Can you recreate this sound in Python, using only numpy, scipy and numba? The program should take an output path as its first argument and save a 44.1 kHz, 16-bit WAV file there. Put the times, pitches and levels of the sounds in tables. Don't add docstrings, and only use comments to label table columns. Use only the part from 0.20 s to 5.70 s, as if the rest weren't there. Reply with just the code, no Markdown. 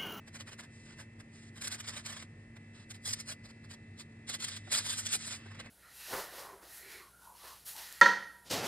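import sys
import numpy as np
from scipy import signal
from scipy.fft import rfft, irfft
from scipy.io import wavfile
from numba import njit

SR = 44100
rng = np.random.default_rng(int(sys.argv[2]) if len(sys.argv) > 2 else 0)


def to_wav(s):
    ch = np.atleast_2d(s).T
    pcm = np.round(np.clip(ch, -1, 1) * 32767)
    wavfile.write(sys.argv[1], SR, pcm.astype(np.int16))


N = 242550
TIME = np.arange(N) / SR
TOP_HZ = 12000

# f/Hz, density level/dB (in a 1 Hz band)
ROOM_SPECTRUM = [(25, -102), (50, -83), (70, -91.5), (100, -70), (130, -80), (180, -84), (320, -86.5),
                 (500, -96), (1100, -104), (2200, -102.5), (3300, -112.4), (6000, -119), (9000, -117),
                 (11000, -134)]
# f/Hz, rms level/dB
HUM_TONES = [(50, -84.5), (100.5, -61), (151, -67.5), (226.7, -59.5)]
# harmonic number, level/dB
MOTOR_HARMONICS = [(27, -79.5), (28, -87), (29, -73.5), (30, -79), (31, -80), (32, -69), (33, -77),
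                   (35, -82), (36, -87), (37, -84), (38, -86), (39, -83.5), (42, -75.5), (43, -93)]
# t/s, gain/dB
BUZZ_GAIN = [(0.1, 0.5), (0.7, 1), (1.15, 1), (2.3, 1), (3.3, 2.5), (3.95, 1.5), (4.4, 5.5), (5.4, 3.5)]
# f/Hz, phase lead of the left/rad, left minus right/dB
MIC_DIFFERENCES = [(200, -1.5, 7), (740, -0.3, -2.5), (1690, -0.59, -1), (2720, 2, -3.2), (3780, 1.74, -3),
                   (4600, 1.8, -2.5), (5010, 0.46, 1.5), (5200, 1.5, -3), (5750, 3, 0), (6450, 3.3, 1),
                   (7180, 5.5, -0.5), (8780, 6.5, 0.5), (10100, 9.25, -1), (11500, 9.5, -0.5)]
# f/Hz, relative level/dB
SHEET_SPECTRUM = [(330, -14), (600, -5), (850, -4.5), (1150, -1.5), (1700, 2), (2400, -1.5), (3500, -1),
                  (4400, -1), (5600, -2.5), (7600, -3), (9600, -4), (10900, -4), (12000, -6.5)]
# t/s, opening (0-1), slit resonance f/Hz
MOUTH_SHAPE = [(1.9, 0.12, 1820), (2.5, 0.37, 3500), (2.9, 0.48, 5100), (3.5, 1, 4250), (4.1, 0.5, 3630),
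               (4.3, 0.5, 3450), (4.55, 0.9, 3520), (4.59, 0.2, 4180), (4.66, 0.7, 3650), (4.72, 1, 3540),
               (4.79, 0, 4330), (4.94, 0.02, 5300), (5.05, 0, 4900), (5.3, 0, 2260), (5.42, 0.6, 2130)]
# nominal f/Hz, relative level/dB, t60/s
POCKET_MODES = [(320, -4.5, 0.09), (372, -3.5, 0.049), (495, -4, 0.024), (640, -9, 0.024),
                (785, -2.5, 0.038), (1010, -4, 0.0092), (1480, 4, 0.012)]
# t/s, level/dB
FACE_FLOPS = [(1.446, -62), (1.545, -56.5), (1.691, -60), (1.862, -63), (2.874, -55.5), (4.097, -54.5),
              (4.142, -60), (4.24, -64), (4.472, -57), (4.526, -59), (4.573, -53.5), (4.587, -54),
              (4.703, -60), (4.936, -53.5), (4.947, -52.5), (5.258, -58)]
# start t/s, duration/s, level/dB, treble over body/dB
RUB_STROKES = [(0.524, 0.21, -66, 31), (0.669, 0.073, -61, -7), (1.133, 0.16, -64.5, 10),
               (1.412, 0.16, -53.5, -2), (1.639, 0.17, -53, 0), (1.853, 0.18, -53.5, 2.5),
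               (2.542, 0.096, -62.5, -1.5), (2.862, 0.17, -56.5, 8), (4.08, 0.083, -44.5, 8),
               (4.203, 0.17, -47.5, 10.5), (4.37, 0.19, -66, 7), (4.514, 0.1, -43.5, 1),
               (4.531, 0.45, -48.5, 12.5), (4.888, 0.069, -42.5, 18), (4.999, 0.16, -47.5, 12.5),
               (5.105, 0.037, -44, 8.5), (5.16, 0.29, -60.5, -18)]
# t/s, tilt/(dB per octave)
SPOT_TILT = [(0.1, -0.7), (0.8, -0.9), (1, -0.7), (1.45, 1), (2.03, -1.4), (2.37, -1.5), (2.88, 3),
             (3.13, -0.3), (3.8, 1), (4.1, 0.3), (4.37, 1), (4.475, -4), (4.53, -0.14), (5.05, 2),
             (5.26, -2.5), (5.4, -3.6)]
# peak t/s, level/dB, swell time/s
BUCKLES = [(0.082, -52.5, 0.006), (0.158, -46, 0.009), (0.209, -44.5, 0.0075), (0.279, -50, 0.0065),
           (0.292, -52, 0.0074), (0.329, -48.5, 0.0081), (0.394, -46.5, 0.0048), (0.405, -48.5, 0.0072),
           (0.439, -54, 0.01), (0.805, -49.5, 0.013), (1.006, -53, 0.0058), (1.376, -52, 0.011),
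           (1.421, -38.5, 0.0043), (1.449, -38.5, 0.0094), (1.477, -34, 0.0044), (1.526, -37.5, 0.008),
           (1.546, -41.5, 0.0068), (1.59, -50, 0.0048), (1.605, -40.5, 0.0049), (1.647, -54.5, 0.0052),
           (1.686, -37.5, 0.0076), (1.703, -46, 0.0043), (1.739, -49, 0.0049), (1.773, -41.5, 0.011),
           (1.795, -49, 0.0037), (1.865, -39, 0.0065), (1.901, -44, 0.012), (1.929, -43.5, 0.0046),
           (1.972, -46, 0.0064), (2.027, -47, 0.0046), (2.369, -54.5, 0.0045), (2.712, -43, 0.0057),
           (2.753, -53, 0.009), (2.86, -36.5, 0.004), (2.876, -37, 0.012), (2.892, -37, 0.0056),
           (2.909, -38.5, 0.011), (2.936, -29, 0.0038), (3.004, -39.5, 0.0055), (3.095, -39.5, 0.011),
           (3.12, -41.5, 0.0084), (3.257, -54, 0.0091), (3.303, -56, 0.0085), (3.448, -57, 0.0057),
           (3.515, -48, 0.007), (3.539, -50, 0.0062), (3.804, -46, 0.0094), (4.098, -35, 0.0046),
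           (4.145, -36, 0.0075), (4.206, -43, .004), (4.23, -39.5, 0.01), (4.247, -31.5, 0.0041),
           (4.285, -38, 0.0045), (4.369, -42.5, 0.0047), (4.478, -55, 0.0052), (4.527, -26, 0.0055),
           (4.541, -28, 0.0038), (4.55, -24.5, 0.0017), (4.559, -29.5, 0.0056), (4.582, -29.5, 0.01),
           (4.664, -36, 0.012), (4.702, -31.5, 0.0083), (4.73, -35.5, 0.011), (4.791, -34, 0.011),
           (4.866, -33, 0.006), (4.927, -34, 0.0041), (4.938, -29, 0.0097), (4.951, -31.5, 0.0079),
           (5.076, -40, 0.0087), (5.138, -46, 0.02), (5.266, -55, 0.004), (5.318, -55.5, 0.006),
           (5.354, -54.5, 0.0049), (5.404, -43, 0.0057), (5.462, -54.5, 0.014)]


def amp(db):
    return 10 ** (np.asarray(db) / 20)


def unit_rms(x):
    return x / np.sqrt(np.mean(x ** 2))


def wander(length, step):
    knots = rng.standard_normal(length)
    return np.sqrt(3 / 2) * np.interp(np.arange(length) / step, np.arange(length), knots)


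def spectrum_db(points, size):
    hz, db = np.transpose(points)
    return np.interp(np.log(np.fft.rfftfreq(size, 1 / SR) + 1), np.log(hz), db)


def minimum_phase(x, gain_db):
    cepstrum = irfft(np.log(amp(gain_db)), len(x))
    cepstrum[1:len(x) // 2] *= 2
    cepstrum[len(x) // 2 + 1:] = 0
    return irfft(rfft(x) * np.exp(rfft(cepstrum)), len(x))


def steep_lowpass(x, hz):
    return signal.sosfilt(signal.ellip(10, .2, 80, hz, fs=SR, output="sos"), x)


def gentle_pass(x, hz, side):
    return signal.sosfilt(signal.butter(2, hz, side, fs=SR, output="sos"), x)


@njit
def resonate(x, hz, width_hz):
    out, band, low = np.empty(len(x)), 0., 0.
    for i in range(len(x)):
        tuning, damping = np.tan(np.pi * hz[i] / SR), width_hz / hz[i]
        velocity = (band + tuning * (x[i] - low)) / (1 + tuning * (tuning + damping))
        band, low = 2 * velocity - band, low + 2 * tuning * velocity
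        out[i] = damping * velocity
    return out


def snaps(length, per_second, spread_db):
    hit = rng.random(length) < per_second / SR
    strength = amp(spread_db * np.minimum(rng.exponential(size=length), 4))
    return unit_rms(hit * strength * rng.choice([-1, 1], length))


def room_noise(incoherent_hz=900):
    mid, side = rfft(rng.standard_normal((2, N))) * amp(spectrum_db(ROOM_SPECTRUM, N)) * np.sqrt(SR / 2)
    width = np.minimum(np.fft.rfftfreq(N, 1 / SR) / incoherent_hz, 1) ** 2.17
    return irfft(np.array([mid + width * side, mid - width * side]) / np.sqrt(1 + width ** 2), N)


def appliance_hum(waver_db=0.5, waver_per_second=5):
    out = np.zeros(N)
    for hz, db in HUM_TONES:
        peak = np.sqrt(2) * amp(db + waver_db * wander(N, SR / waver_per_second))
        out += peak * np.sin(2 * np.pi * (hz * TIME + rng.random()))
    return out


def motor_buzz(turn_hz=62.84, casing_hz=2010, dispersion=0.383, drift=0.000517, waver_db=1.8):
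    out = np.zeros((2, N))
    turns = turn_hz * np.cumsum(1 + drift * wander(N, SR / 9)) / SR
    mic_phase = np.array([[.5], [-.5]])
    for harmonic, db in MOTOR_HARMONICS:
        phase = 2 * np.pi * harmonic * turns - dispersion * (harmonic - casing_hz / turn_hz) ** 2
        peak = np.sqrt(2) * amp(db + waver_db * wander(N, SR / 5))
        out += peak * np.sin(phase + mic_phase)
    return out * amp(np.interp(TIME, *np.transpose(BUZZ_GAIN)))


def reverberation(x, t60=0.018, level_db=-32):
    t = TIME[:SR // 2]
    tail = rng.standard_normal((2, len(t))) * amp(-60 * t / t60)
    tail /= np.sqrt(np.sum(tail ** 2, axis=1, keepdims=True))
    return amp(level_db) * signal.fftconvolve(x[None], tail, axes=1)[:, :N]


def early_reflections(x, level_db=-8, delays_s=(0.000837, 0.006), sway_s=0.000275, paths=8):
    dulled = gentle_pass(x, 4800, "low")
    out = np.zeros((2, N))
    for channel in out:
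        for mean_delay in rng.uniform(*delays_s, paths):
            delay = mean_delay + sway_s * wander(N, SR / 7)
            channel += rng.choice([-1, 1]) * np.interp(TIME - delay, TIME, dulled)
    return amp(level_db) * out / np.sqrt(paths)


def direct_sound(x):
    hz, lead, balance_db = np.transpose(MIC_DIFFERENCES)
    bins = np.fft.rfftfreq(N, 1 / SR)
    half_lead = np.exp(1j * np.interp(bins, hz, lead) / 2)
    ratio = amp(np.interp(bins, hz, balance_db))
    response = np.array([ratio * half_lead, 1 / half_lead]) * np.sqrt(2 / (1 + ratio ** 2))
    return irfft(rfft(x) * response, N)


def mouth_resonance(x, slit_db=3, hollow_db=-1, hollow_hz=370.):
    times, openings, slit_hz = np.transpose(MOUTH_SHAPE)
    opening = np.interp(TIME, times, openings)
    slit = resonate(x, np.interp(TIME, times, slit_hz), width_hz=900.)
    hollow = resonate(x, np.full(N, hollow_hz), width_hz=220.)
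    slit_gain = amp(slit_db) * opening
    return (x + slit_gain * slit + amp(hollow_db) * opening * hollow) / np.sqrt(1 + slit_gain / 2)


def flops(push_s=0.0082, detune=0.13, size=8192):
    t = TIME[:size]
    out = np.zeros(N + size)
    for start_s, db in FACE_FLOPS:
        stretch = 1 + detune * rng.uniform(-0.95, 1)
        pocket = sum(amp(mode_db - 60 * t / t60) * np.sin(2 * np.pi * hz * stretch * t)
                     for hz, mode_db, t60 in POCKET_MODES)
        push = rng.standard_normal(size) * t * np.exp(-2 * t / push_s)
        knock = signal.fftconvolve(push, pocket)[:size]
        start = int(start_s * SR)
        out[start:start + size] += amp(db) * knock / np.std(knock[:size // 8])
    return out[:N]


def band_powers(db, treble_db):
    treble_ratio = amp(2 * treble_db)
    return amp(2 * db) * np.array([[1], [treble_ratio]]) / (1 + treble_ratio)


def sliding(catch_db=1.5, catch_per_second=110, split_hz=3500, flatness=6.2):
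    power = band_powers(-78.5, treble_db=6) * np.ones(N)
    for start_s, duration, db, treble_db in RUB_STROKES:
        from_middle = np.abs(2 * (TIME - start_s) / duration - 1)
        power += band_powers(db, treble_db) * np.exp(-from_middle ** flatness)
    body_gain, treble_gain = np.sqrt(power)
    slips = snaps(N, per_second=18000, spread_db=2.6)
    rub = steep_lowpass(minimum_phase(slips, spectrum_db(SHEET_SPECTRUM, N)), hz=10000)
    body, treble = gentle_pass(rub, split_hz, "low"), gentle_pass(rub, split_hz, "high")
    strokes = body_gain * unit_rms(body) - treble_gain * unit_rms(treble)
    return strokes * amp(catch_db * wander(N, SR / catch_per_second))


def crinkle(swell_s, tilt_db, facet_db, size, facet_spacing_hz=240, pivot_hz=4000, onset_lift_db=0.5):
    from_peak = (np.arange(size) - size // 2) / SR / swell_s
    force = np.where(from_peak < -0.73, amp(onset_lift_db), 1) / np.cosh(from_peak)
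    hz = np.fft.rfftfreq(size, 1 / SR)
    facet = facet_db * np.minimum(hz / 2800, 1) * wander(len(hz), facet_spacing_hz * size / SR)
    tilt = tilt_db * np.log2(np.clip(hz, 850, 9000) / pivot_hz)
    avalanche = force * snaps(size, per_second=8000, spread_db=2.5)
    burst = minimum_phase(avalanche, spectrum_db(SHEET_SPECTRUM, size) + tilt + facet)
    return unit_rms(steep_lowpass(burst, TOP_HZ)) * np.sqrt(np.mean(force ** 2))


def crinkles(firm_db=-47.5, hardening=0.2, facet_growth=0.09, size=8192):
    out = np.zeros(N + 2 * size)
    for peak_s, db, swell_s in BUCKLES:
        excess_db = db - firm_db
        tilt_db = hardening * excess_db + np.interp(peak_s, *np.transpose(SPOT_TILT))
        facet_db = max(2.1 + facet_growth * excess_db, 0)
        start = int(peak_s * SR) + size // 2
        out[start:start + size] += amp(db) * crinkle(swell_s, tilt_db, facet_db, size)
    return out[size:size + N]


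def scene():
    rustle = mouth_resonance(crinkles() + sliding())
    paper = gentle_pass(rustle + flops(), 208, "high")
    foreground = direct_sound(paper) + early_reflections(paper) + reverberation(paper)
    return foreground + room_noise() + appliance_hum() + motor_buzz()


def record(dry):
    return steep_lowpass(dry, TOP_HZ)


dry = scene()
out = record(dry)
to_wav(out)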